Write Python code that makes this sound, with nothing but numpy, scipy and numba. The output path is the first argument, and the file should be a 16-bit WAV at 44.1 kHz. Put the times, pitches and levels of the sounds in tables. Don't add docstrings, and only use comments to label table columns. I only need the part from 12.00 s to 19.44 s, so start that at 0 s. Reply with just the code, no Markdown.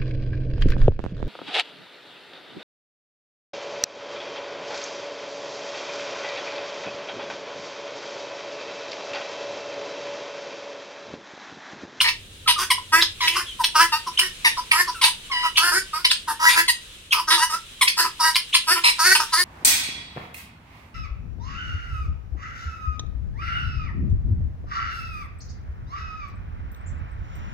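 import sys
import numpy as np
from scipy import signal
from scipy.fft import rfft, irfft, next_fast_len
from scipy.io import wavfile
from scipy.ndimage import uniform_filter1d, minimum_filter1d
from numba import njit

SR = 44100
rng = np.random.default_rng(int(sys.argv[2]) if len(sys.argv) > 2 else 0)


def wav_out(sig):
    wavfile.write(sys.argv[1], SR, np.round(np.clip(np.atleast_2d(sig).T, -1, 1) * 32767).astype(np.int16))


N = 328104

# t/s, length/s, time to opening/s, closed pitch/Hz,
# open pitch/Hz, open throat resonance/Hz, closed level/dB, open level/dB, tripling, roughness,
# relative fundamental level/dB, relative treble level/dB, lag/ms
RASP_CALLS = [(0.572, 0.092, 0.058, 1072, 1138, 1700, -27, -27, .8, 0.6, -7, -0.5, -.02),
              (0.917, 0.1, 0.032, 919, 995, 1860, -15.5, -18, 1, 0.16, -16, -8, -.07),
              (1.22, 0.2, 0.0077, 1037, 1013, 2880, -20, -30.5, 0.84, 0.47, -19, -7.5, 0),
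              (1.35, 0.092, .05, 1106, 1057, 1900, -25, -29.5, 0.87, 0.47, -10, -4, .04),
              (1.743, 0.12, 0.063, 931, 997, 1850, -16, -17.5, 0.85, 0.23, -2.5, -6.5, .05),
              (1.916, 0.07, .031, 907, 944, 1280, -13, -25.5, 0.53, 0.17, -16, -4, -.09),
              (2.2, 0.09, 0.013, 1037, 1103, 1900, -33, -30.5, 1, 0.5, -10, -1, .07),
              (2.715, 0.12, 0.059, 937, 1063, 1690, -22.5, -17.5, .85, 0.36, -13, -5, .07),
              (3.425, 0.064, 0.029, 987, 957, 1240, -26, -20.5, 0.53, 0.51, -11, -10.5, .14),
              (3.572, 0.15, 0.053, 945, 1055, 1645, -28.5, -18, 1, 0.33, -29, -4, .07),
              (3.708, 0.098, 0.03, 929, 1131, 1770, -22, -21, 0.89, 0.44, -5, -0.5, .07),
              (3.925, 0.11, 0.059, 918, 1104, 1330, -29.5, -38, .8, 0.25, -11, -2.5, .07),
              (4.39, 0.13, 0.069, 972, 971, 2000, -20, -12.5, 0.7, 0.37, -17, -7, .2),
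              (4.545, 0.078, 0.021, 1000, 1019, 1710, -24, -14, 0.86, 0.62, -15, -6, .2),
              (5.13, 0.089, 0.059, 934, 919, 1080, -26, -20.5, 0.8, 0.7, -5, -4, .05),
              (5.27, 0.1, .04, 925, 1019, 1550, -20, -24.5, 1, .18, -4, -0.5, -.05),
              (5.362, 0.096, .04, 932.6, 960.4, 1630, -22.5, -18.5, 0.5, 0.3, -15, -1, -.05),
              (5.487, 0.086, .065, 941, 1070, 1440, -27, -32.5, 1, 0.2, -24, -0.5, -.09),
              (5.964, 0.09, 0.034, 996, 1010, 1670, -21.5, -22.5, 0.8, 0.77, -9, 4.5, -.07),
              (6.035, 0.054, 0.038, 991, 942, 1400, -20.5, -28, 0.7, 0.49, -5, -8.5, -.07),
              (6.191, .13, 0.0493, 951.4, 963.4, 1640, -22, -18.5, 0.53, 0.3, -6.5, 0, .05),
              (6.666, 0.092, .044, 957, 1097, 1810, -20.5, -18, 0.99, .27, -12, 1, -.09),
              (6.745, 0.072, 0.049, 984, 1070, 1440, -22, -41, 0.95, 0.36, -16, -12, -.09),
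              (6.981, 0.17, 0.06, 973, 1100, 1710, -21, -17.5, 0.96, 0.27, -17, 1.5, .04),
              (7.185, 0.069, .04, 938, 914, 1280, -21, -26.5, .7, 0.52, 5, -3, -.05),
              (7.319, 0.12, 0.041, 944, 1077, 1730, -21.5, -20.5, 1, 0.26, -10, 3, -.05)]
# t/s, length/s, pitch/Hz, roughness, fundamental level/dB, overtone level/dB,
# beak resonance/Hz, top level/dB, lag/ms
CLUCK_CALLS = [(0.038, 0.062, 921, 0.55, -31, -20, 2080, -42, -0.14),
               (0.472, 0.047, 969, 0.49, -23, -15, 2880, -26.5, -0.09),
               (0.7, 0.026, 965, 0.27, -20.5, -14.5, 2600, -24, 0.02),
               (0.773, 0.018, 935, 0.16, -24, -36, 2730, -55, -0.18),
               (1.202, 0.075, 957, 0.33, -29, -24, 3380, -44.5, 0.07),
               (1.589, 0.037, 910, 0.16, -20, -39.5, 4950, -38, 0.0),
               (2.062, 0.03, 983, 0.32, -25, -35.5, 5300, -45, 0.0),
               (2.443, 0.044, 943.6, 0.46, -25, -14, 2470, -29, -0.18),
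               (2.566, 0.038, 948, 0.43, -25.5, -34, 5230, -45.5, 0.07),
               (2.71, 0.015, 1021, 0.9, -27.5, -7, 2930, -19.5, 0.2),
               (2.87, 0.039, 966, 0.31, -26, -32.5, 5400, -48, 0.02),
               (2.941, 0.05, 1324, 0.15, -35.5, -44.5, 2920, -51, 0.02),
               (3.01, 0.083, 959, 0.51, -26.5, -21, 3330, -27.5, -0.05),
               (3.31, 0.182, 985, 0.19, -35, -26, 2700, -52, 0.14),
               (4.043, 0.019, 963, 0.38, -25, -10, 2850, -26.5, 0.18),
               (4.272, 0.056, 916, 0.4, -23.5, -36.5, 5200, -35.5, 0.05),
               (4.486, 0.072, 990, 0.66, -30.5, -21.5, 3170, -31, 0),
               (4.677, 0.033, 952, 0.1, -29.5, -15.5, 2750, -25, -0.07),
               (5.3, 0.064, 956, 0.59, -25, -17, 3560, -29.5, -0.07),
               (5.808, 0.03, 1000, 0.37, -21, -15, 2880, -20.5, -0.05),
               (6.835, 0.072, 941.6, 0.61, -24, -15.5, 2920, -28, 0.25),
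               (7.146, 0.025, 898, 0.72, -22.5, -15, 3300, -23.5, -0.11)]
# t/s, length/s, level/dB, beak resonance/Hz, top level/dB, lag/ms
CHIP_CALLS = [(0.004, 0.023, -13.5, 2920, -24.5, 0.037), (0.073, 0.029, -18.5, 3000, -41, -0.031),
              (1.013, 0.026, -12, 3100, -39, -0.014), (1.27, 0.023, -13.5, 2840, -30, -0.095),
              (1.634, 0.025, -14, 3150, -29.5, 0.01), (2.182, 0.026, -12.5, 3150, -23.5, 0.14),
              (3.03, 0.027, -10.5, 2700, -24, -0.16), (3.567, 0.026, -10, 3240, -26.5, 0.096),
              (4.105, 0.022, -13, 3100, -27, -0.07), (5.118, 0.026, -11.5, 2780, -30, 0.32),
              (5.871, 0.023, -11, 2600, -26.5, 0.28), (6.352, 0.021, -12.5, 2950, -24.5, 0.0),
              (6.538, 0.026, -9, 3220, -20.5, 0.084)]
# t/s, length/s, first pitch/Hz, last pitch/Hz, level/dB, roughness
WHISTLE_CALLS = [(0, 0.009, 2470, 3380, -6, 0.42), (0.458, 0.034, 1350, 1190, -29, .08),
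                 (0.557, 0.043, 1278, 1132, -28.5, 0.04), (1.46, 0.071, 3510, 2960, -37.5, 0.23),
                 (3.297, 0.0405, 1149, 1012, -31, 0.07), (3.929, 0.053, 1233, 1276, -26.5, 0.02),
                 (5.517, .05, 1225, 1398, -26.5, 0.13), (2.171, 0.013, 2640, 3430, -14.5, 0.17),
                 (2.192, 0.011, 2920, 2940, -11.5, .1), (3.553, 0.0214, 2690, 3440, -22, 0.37),
                 (5.105, 0.02, 2980, 3400, -22.5, 0.15), (1.006, 0.021, 3490, 4110, -21.5, 0.3),
                 (4.096, 0.0201, 3300, 3970, -19, 0.3), (6.342, 0.013, 4060, 3800, -17.5, 0.15),
                 (6.525, 0.021, 2570, 3920, -19, 0.5)]

NASAL_FILTER = [(500, -45), (760, -24), (900, 4), (1100, -3), (1300, -1), (1550, -2), (1900, 2), (2200, -3),
                (2800, 0), (3400, -14), (4500, -35)]
RASP_TREBLE_FILTER = [(2500, -57), (3500, -8), (4150, -5), (4650, 7), (5400, 2.5), (6300, -6),
                      (7500, -10.5), (8700, -3), (10200, -4), (11700, -9), (13200, -18.5), (15000, -31)]
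CHEST_FILTER = [(150, -13), (280, -27), (375, 8.5), (500, -11), (700, -8.5), (900, 2.5), (1500, -23.5)]
FUNDAMENTAL_FILTER = [(350, -18), (600, -23), (780, -18), (930, -1), (1350, -1.5), (1600, -9), (2500, -54)]
OVERTONE_FILTER = [(700, -17), (1250, -71), (1600, 2), (1950, 0), (2400, 2), (3000, -5.5), (4100, -3),
                   (5100, -1.5), (6000, -10.5), (7500, -26)]
CHIP_FILTER = [(700, -11.5), (1000, 7), (1350, 2), (1650, 4), (2300, 2), (2800, 0), (3400, 1.5),
               (4100, 6.5), (5300, 7), (6300, -5.5), (7500, -17)]
BEAK_TOP_FILTER = [(4500, -33), (6600, -5.5), (7500, -10.5), (8300, 2.5), (9000, 7.5), (10000, -0.5),
                   (11500, -6.5), (13500, -13.5), (15500, -23)]

RUMBLE_SPECTRUM = [(25, 4.5), (50, 4), (80, 0.5), (130, -4), (250, -8), (500, -12), (1000, -27),
                   (2000, -59), (5000, -37), (8000, -34), (15000, -48)]
DRONE_SPECTRUM = [(58, -14), (73, 6), (100, 14), (140, -30)]
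CHEEPING_SPECTRUM = [(1200, -7), (2100, -5.5), (2900, 1.5), (3900, 0.5), (4700, -9), (7000, -9.5),
                     (9000, -7), (14000, -23)]
RUMBLE_ENVELOPE = [(0, -50.5), (2.1, -50.5), (7.44, -54.5)]
DRONE_ENVELOPE = [(0, -52), (1.4, -53), (2.1, -70)]
CHEEPING_ENVELOPE = [(0, -47.5), (1.5, -40.5), (2.4, -40.5), (3.25, -41.5), (4.8, -43.5), (4.95, -43.5),
                     (5.08, -46), (7.44, -36.5)]
# f/Hz, T60/s, relative level/dB
SHED_BANDS = [(410, 0.21, 2), (690, 0.45, -16.5), (1160, 0.16, -3.5), (2130, 0.23, -4), (3240, 0.26, -1.5),
              (4630, 0.2, -0.5), (8200, 0.21, 2), (14200, 0.11, 6)]
SIDE_SIGN = np.array([[1], [-1]])


def amp(db):
    return 10 ** (np.asarray(db) / 20)


def unit(x):
    return x / np.sqrt(np.mean(x ** 2))


def steady(x):
    return x / np.sqrt(np.abs(uniform_filter1d(x ** 2, size=600)) + 1e-12)


def colour(x, curve):
    n = next_fast_len(len(x) + 1024)
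    hz, db = np.transpose(curve)
    freqs = np.maximum(np.fft.rfftfreq(n, 1 / SR), 1)
    gain = amp(np.interp(np.log(freqs), np.log(hz), db)) * np.minimum(freqs / hz[0], 1) ** 2
    return irfft(rfft(x, n) * gain, n)[:len(x)]


@njit
def resonance(x, hz, width_hz):
    y, band_state, low_state = np.empty(len(x)), 0., 0.
    for i in range(len(x)):
        g, damping = np.tan(np.pi * hz[i] / SR), width_hz / hz[i]
        band = (band_state + g * (x[i] - low_state)) / (1 + g * (g + damping))
        band_state, low_state = 2 * band - band_state, low_state + 2 * g * band
        y[i] = damping * band
    return y


def walk(n, rate_hz):
    steps = np.arange(n) * rate_hz / SR
    knots = int(steps[-1]) + 2
    return 1.238 * np.interp(steps, np.arange(knots), rng.standard_normal(knots))


def clock(length):
    return np.arange(int(length * SR)) / SR


def gate(t, attack_s, release_s):
    ramp = np.clip(np.minimum(t / attack_s, (t[-1] - t) / release_s), 0, 1)
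    return np.sin(np.pi / 2 * ramp) ** 2


def level_db(envelope):
    return np.interp(np.arange(N) / SR, *np.transpose(envelope))


def add(out, sound, start, lag_ms=0):
    for channel, sign in enumerate((1, -1)):
        at = max(int(start * SR) + round(sign * lag_ms * SR / 2000), 0)
        part = sound[:max(N - at, 0)]
        out[channel, at:at + len(part)] += part


def rumble(trim_db=1, side_gain=0.2):
    mid, side = (unit(colour(rng.standard_normal(N), RUMBLE_SPECTRUM)) for _ in range(2))
    return (mid + side_gain * side * SIDE_SIGN) * amp(level_db(RUMBLE_ENVELOPE) + trim_db)


def drone():
    return unit(colour(rng.standard_normal(N), DRONE_SPECTRUM)) * amp(level_db(DRONE_ENVELOPE))


def far_cheeping(trim_db=-1, flicker_db=0.92, width_hz=180.):
    centre_hz = 3200 * amp(2.25 * walk(N, 19))
    cheeps = [unit(colour(noise + 0.5 * resonance(noise, centre_hz, width_hz), CHEEPING_SPECTRUM))
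              for noise in rng.standard_normal((2, N))]
    return np.array(cheeps) * amp(level_db(CHEEPING_ENVELOPE) + trim_db + flicker_db * walk(N, 34))


def shed_reverberation(dry, gap_s=0.0019, build_s=0.0013):
    t = clock(.6)
    log_centres = np.log([row[0] for row in SHED_BANDS])
    freqs = np.maximum(np.fft.rfftfreq(len(t), 1 / SR), 1)
    mid, side = rfft(rng.standard_normal((2, len(t))))
    coherence = np.sinc(freqs / 3200)
    field = (mid * np.sqrt(1 + coherence) + SIDE_SIGN * side * np.sqrt(1 - coherence)) / np.sqrt(2)
    response = 0
    for share, (_, t60, db) in zip(np.eye(len(SHED_BANDS)), SHED_BANDS):
        decay = amp(-60 * t / t60) * np.clip((t - gap_s) / build_s, 0, 1)
        band = irfft(field * np.interp(np.log(freqs), log_centres, share), len(t))
        response = response + amp(db) * band * decay / np.sqrt(np.sum(decay ** 2))
    return signal.fftconvolve(dry, response, axes=1)[:, :N]


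def windpipe(x, ripple_db=7.5, mean_delay_s=.002):
    n = next_fast_len(len(x) + 1024)
    freqs = np.fft.rfftfreq(n, 1 / SR)
    ripple = np.interp(freqs, np.linspace(0, SR / 2, 60), rng.uniform(-1, 1, 60))
    phase = -2 * np.pi * np.cumsum(mean_delay_s * (1 + ripple)) * SR / n
    return irfft(rfft(x, n) * amp(ripple_db * ripple) * np.exp(1j * phase), n)[:len(x)]


def syrinx(hz, tripling, rough, jitter, scatter_db):
    n = len(hz)
    cycles = np.cumsum(hz * (1 + jitter * rough * walk(n, 700))) / SR
    cycle = cycles.astype(int)
    size = np.where(cycle % 3, np.clip(1 - tripling, .02, 1) ** 1.3, 1)
    size = size * amp(scatter_db * rough * rng.standard_normal(cycle[-1] + 1)[cycle])
    offset = cycles % 1 - .5
    pulses = np.sinc(offset * SR / hz * 3 / 4) * np.cos(np.pi * offset) ** 2
    puff_decay = np.exp(-((cycles + .5) % 1) / 0.44)
    puffs = puff_decay * uniform_filter1d(size, size=40) * rng.standard_normal(n)
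    return windpipe(steady(size * pulses) + rough * steady(puffs))


def whistle(length, first_hz, last_hz, db, rough, overtone_db=-23):
    t = clock(length)
    hz = np.linspace(first_hz, last_hz, len(t)) * (1 + 0.086 * rough * walk(len(t), 1580))
    phase = 2 * np.pi * np.cumsum(hz) / SR
    tone = np.sin(phase) + amp(overtone_db) * (np.sin(2 * phase) + np.sin(3 * phase))
    flutter = 1 + 1.4 * rough * walk(len(t), 1510)
    return amp(db) * unit(tone * flutter) * gate(t, attack_s=0.0097, release_s=0.0055)


def chip(length, db, beak_hz, top_db, pitch_hz=1000, beak_width_hz=650., sweep=0.19):
    t = clock(length)
    arch = np.sin(np.pi * t / t[-1])
    hz = pitch_hz * (1 + 0.1504 * np.exp(-t / 0.00661))
    source = syrinx(hz, tripling=1.0, rough=0.58, jitter=0.0804, scatter_db=3.5)
    beak = resonance(source, beak_hz * (1 - sweep * (arch - .5)), beak_width_hz)
    body = amp(db) * steady(colour(beak + 0.18 * source, CHIP_FILTER))
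    top = amp(top_db) * unit(colour(source, BEAK_TOP_FILTER))
    return (body + top) * arch ** 2


def cluck(length, pitch_hz, rough, fundamental_db, overtone_db, beak_hz, top_db,
          beak_width_hz=1500., sag_db=4):
    t = clock(length + 0.0017)
    slowness = amp(0.3 * max(fundamental_db - overtone_db, 0))
    hz = pitch_hz * (1 + 0.22 * np.exp(-t / (0.0061 * slowness)))
    source = syrinx(hz, tripling=0.037 + 0.86 * rough, rough=rough, jitter=.09, scatter_db=0)
    beak = resonance(source, np.full(len(t), float(beak_hz)), beak_width_hz) + 0.063 * source
    fundamental = amp(fundamental_db) * steady(colour(source, FUNDAMENTAL_FILTER))
    overtones = amp(overtone_db) * steady(colour(beak, OVERTONE_FILTER))
    top = amp(top_db) * steady(colour(source, BEAK_TOP_FILTER))
    envelope = gate(t, attack_s=0.01 * slowness, release_s=0.01) * amp(sag_db * (.5 - t / length))
    return (fundamental + overtones + top) * envelope


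def rasp(length, opens_s, closed_hz, open_hz, open_throat_hz, closed_db, open_db, tripling, rough,
         fundamental_db, treble_db, opening_s=0.02015, tripling_s=0.0053, closed_throat_hz=1150,
         closed_beak_hz=5400, open_beak_hz=4500, beak_width_hz=1400., climb_per_s=.25):
    t = clock(length)
    opening = .5 + .5 * np.tanh((t - opens_s) / opening_s)
    effort = walk(len(t), rate_hz=55.5)
    bend = .13 * np.exp(-t / 0.0063) + climb_per_s * (t - length / 2) + .011 * effort
    hz = (closed_hz + (open_hz - closed_hz) * opening) * (1 + bend)
    db = closed_db + (open_db - closed_db) * opening + 2 * effort
    tripling = tripling * (1 - np.exp(-t / tripling_s))
    source = syrinx(hz, tripling, rough * (1 - 0.39 * opening), jitter=0.078, scatter_db=6.5)

    settling_hz = closed_throat_hz * (1 + 0.15 * np.exp(-t / 0.014))
    throat_hz = settling_hz + (open_throat_hz - settling_hz) * opening
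    width_hz = 620 * (np.median(throat_hz) / 1600) ** 2
    ring = resonance(resonance(source, throat_hz, width_hz), throat_hz, width_hz)
    nasal = steady(colour(ring + 0.22 * source, NASAL_FILTER))
    fundamental_gain = amp(fundamental_db - 9 * tripling * opening)
    throat = steady(nasal + fundamental_gain * steady(colour(source, FUNDAMENTAL_FILTER)))

    beak = resonance(source, closed_beak_hz + (open_beak_hz - closed_beak_hz) * opening, beak_width_hz)
    hissy = source * (1 + 0.15 * rng.standard_normal(len(t)))
    treble = steady(colour(hissy + 0.41 * beak, RASP_TREBLE_FILTER)) * amp(treble_db - 2 - 2.5 * opening)
    chest = steady(colour(source, CHEST_FILTER)) * tripling * amp(-27 + 6 * opening + 0.86 * db)
    return (amp(db) * (throat + treble) + chest) * gate(t, attack_s=0.021, release_s=0.033)


def scene():
    birds = np.zeros((2, N))
    for table, call in ((RASP_CALLS, rasp), (CLUCK_CALLS, cluck), (CHIP_CALLS, chip)):
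        for start, *voice, lag_ms in table:
            add(birds, call(*voice), start, lag_ms)
    for start, *voice in WHISTLE_CALLS:
        add(birds, whistle(*voice), start)
    return birds + shed_reverberation(birds) + rumble() + far_cheeping() + drone()


def record(dry, ceiling_db=0.5, cutoff_hz=16000):
    needed = np.minimum(amp(ceiling_db) / (np.abs(dry).max(axis=0) + 1e-9), 1)
    gain = uniform_filter1d(minimum_filter1d(needed, size=300), size=300)
    return signal.sosfilt(signal.ellip(10, .2, 80, cutoff_hz, fs=SR, output="sos"), dry * gain)


dry = scene()
out = record(dry)
wav_out(out)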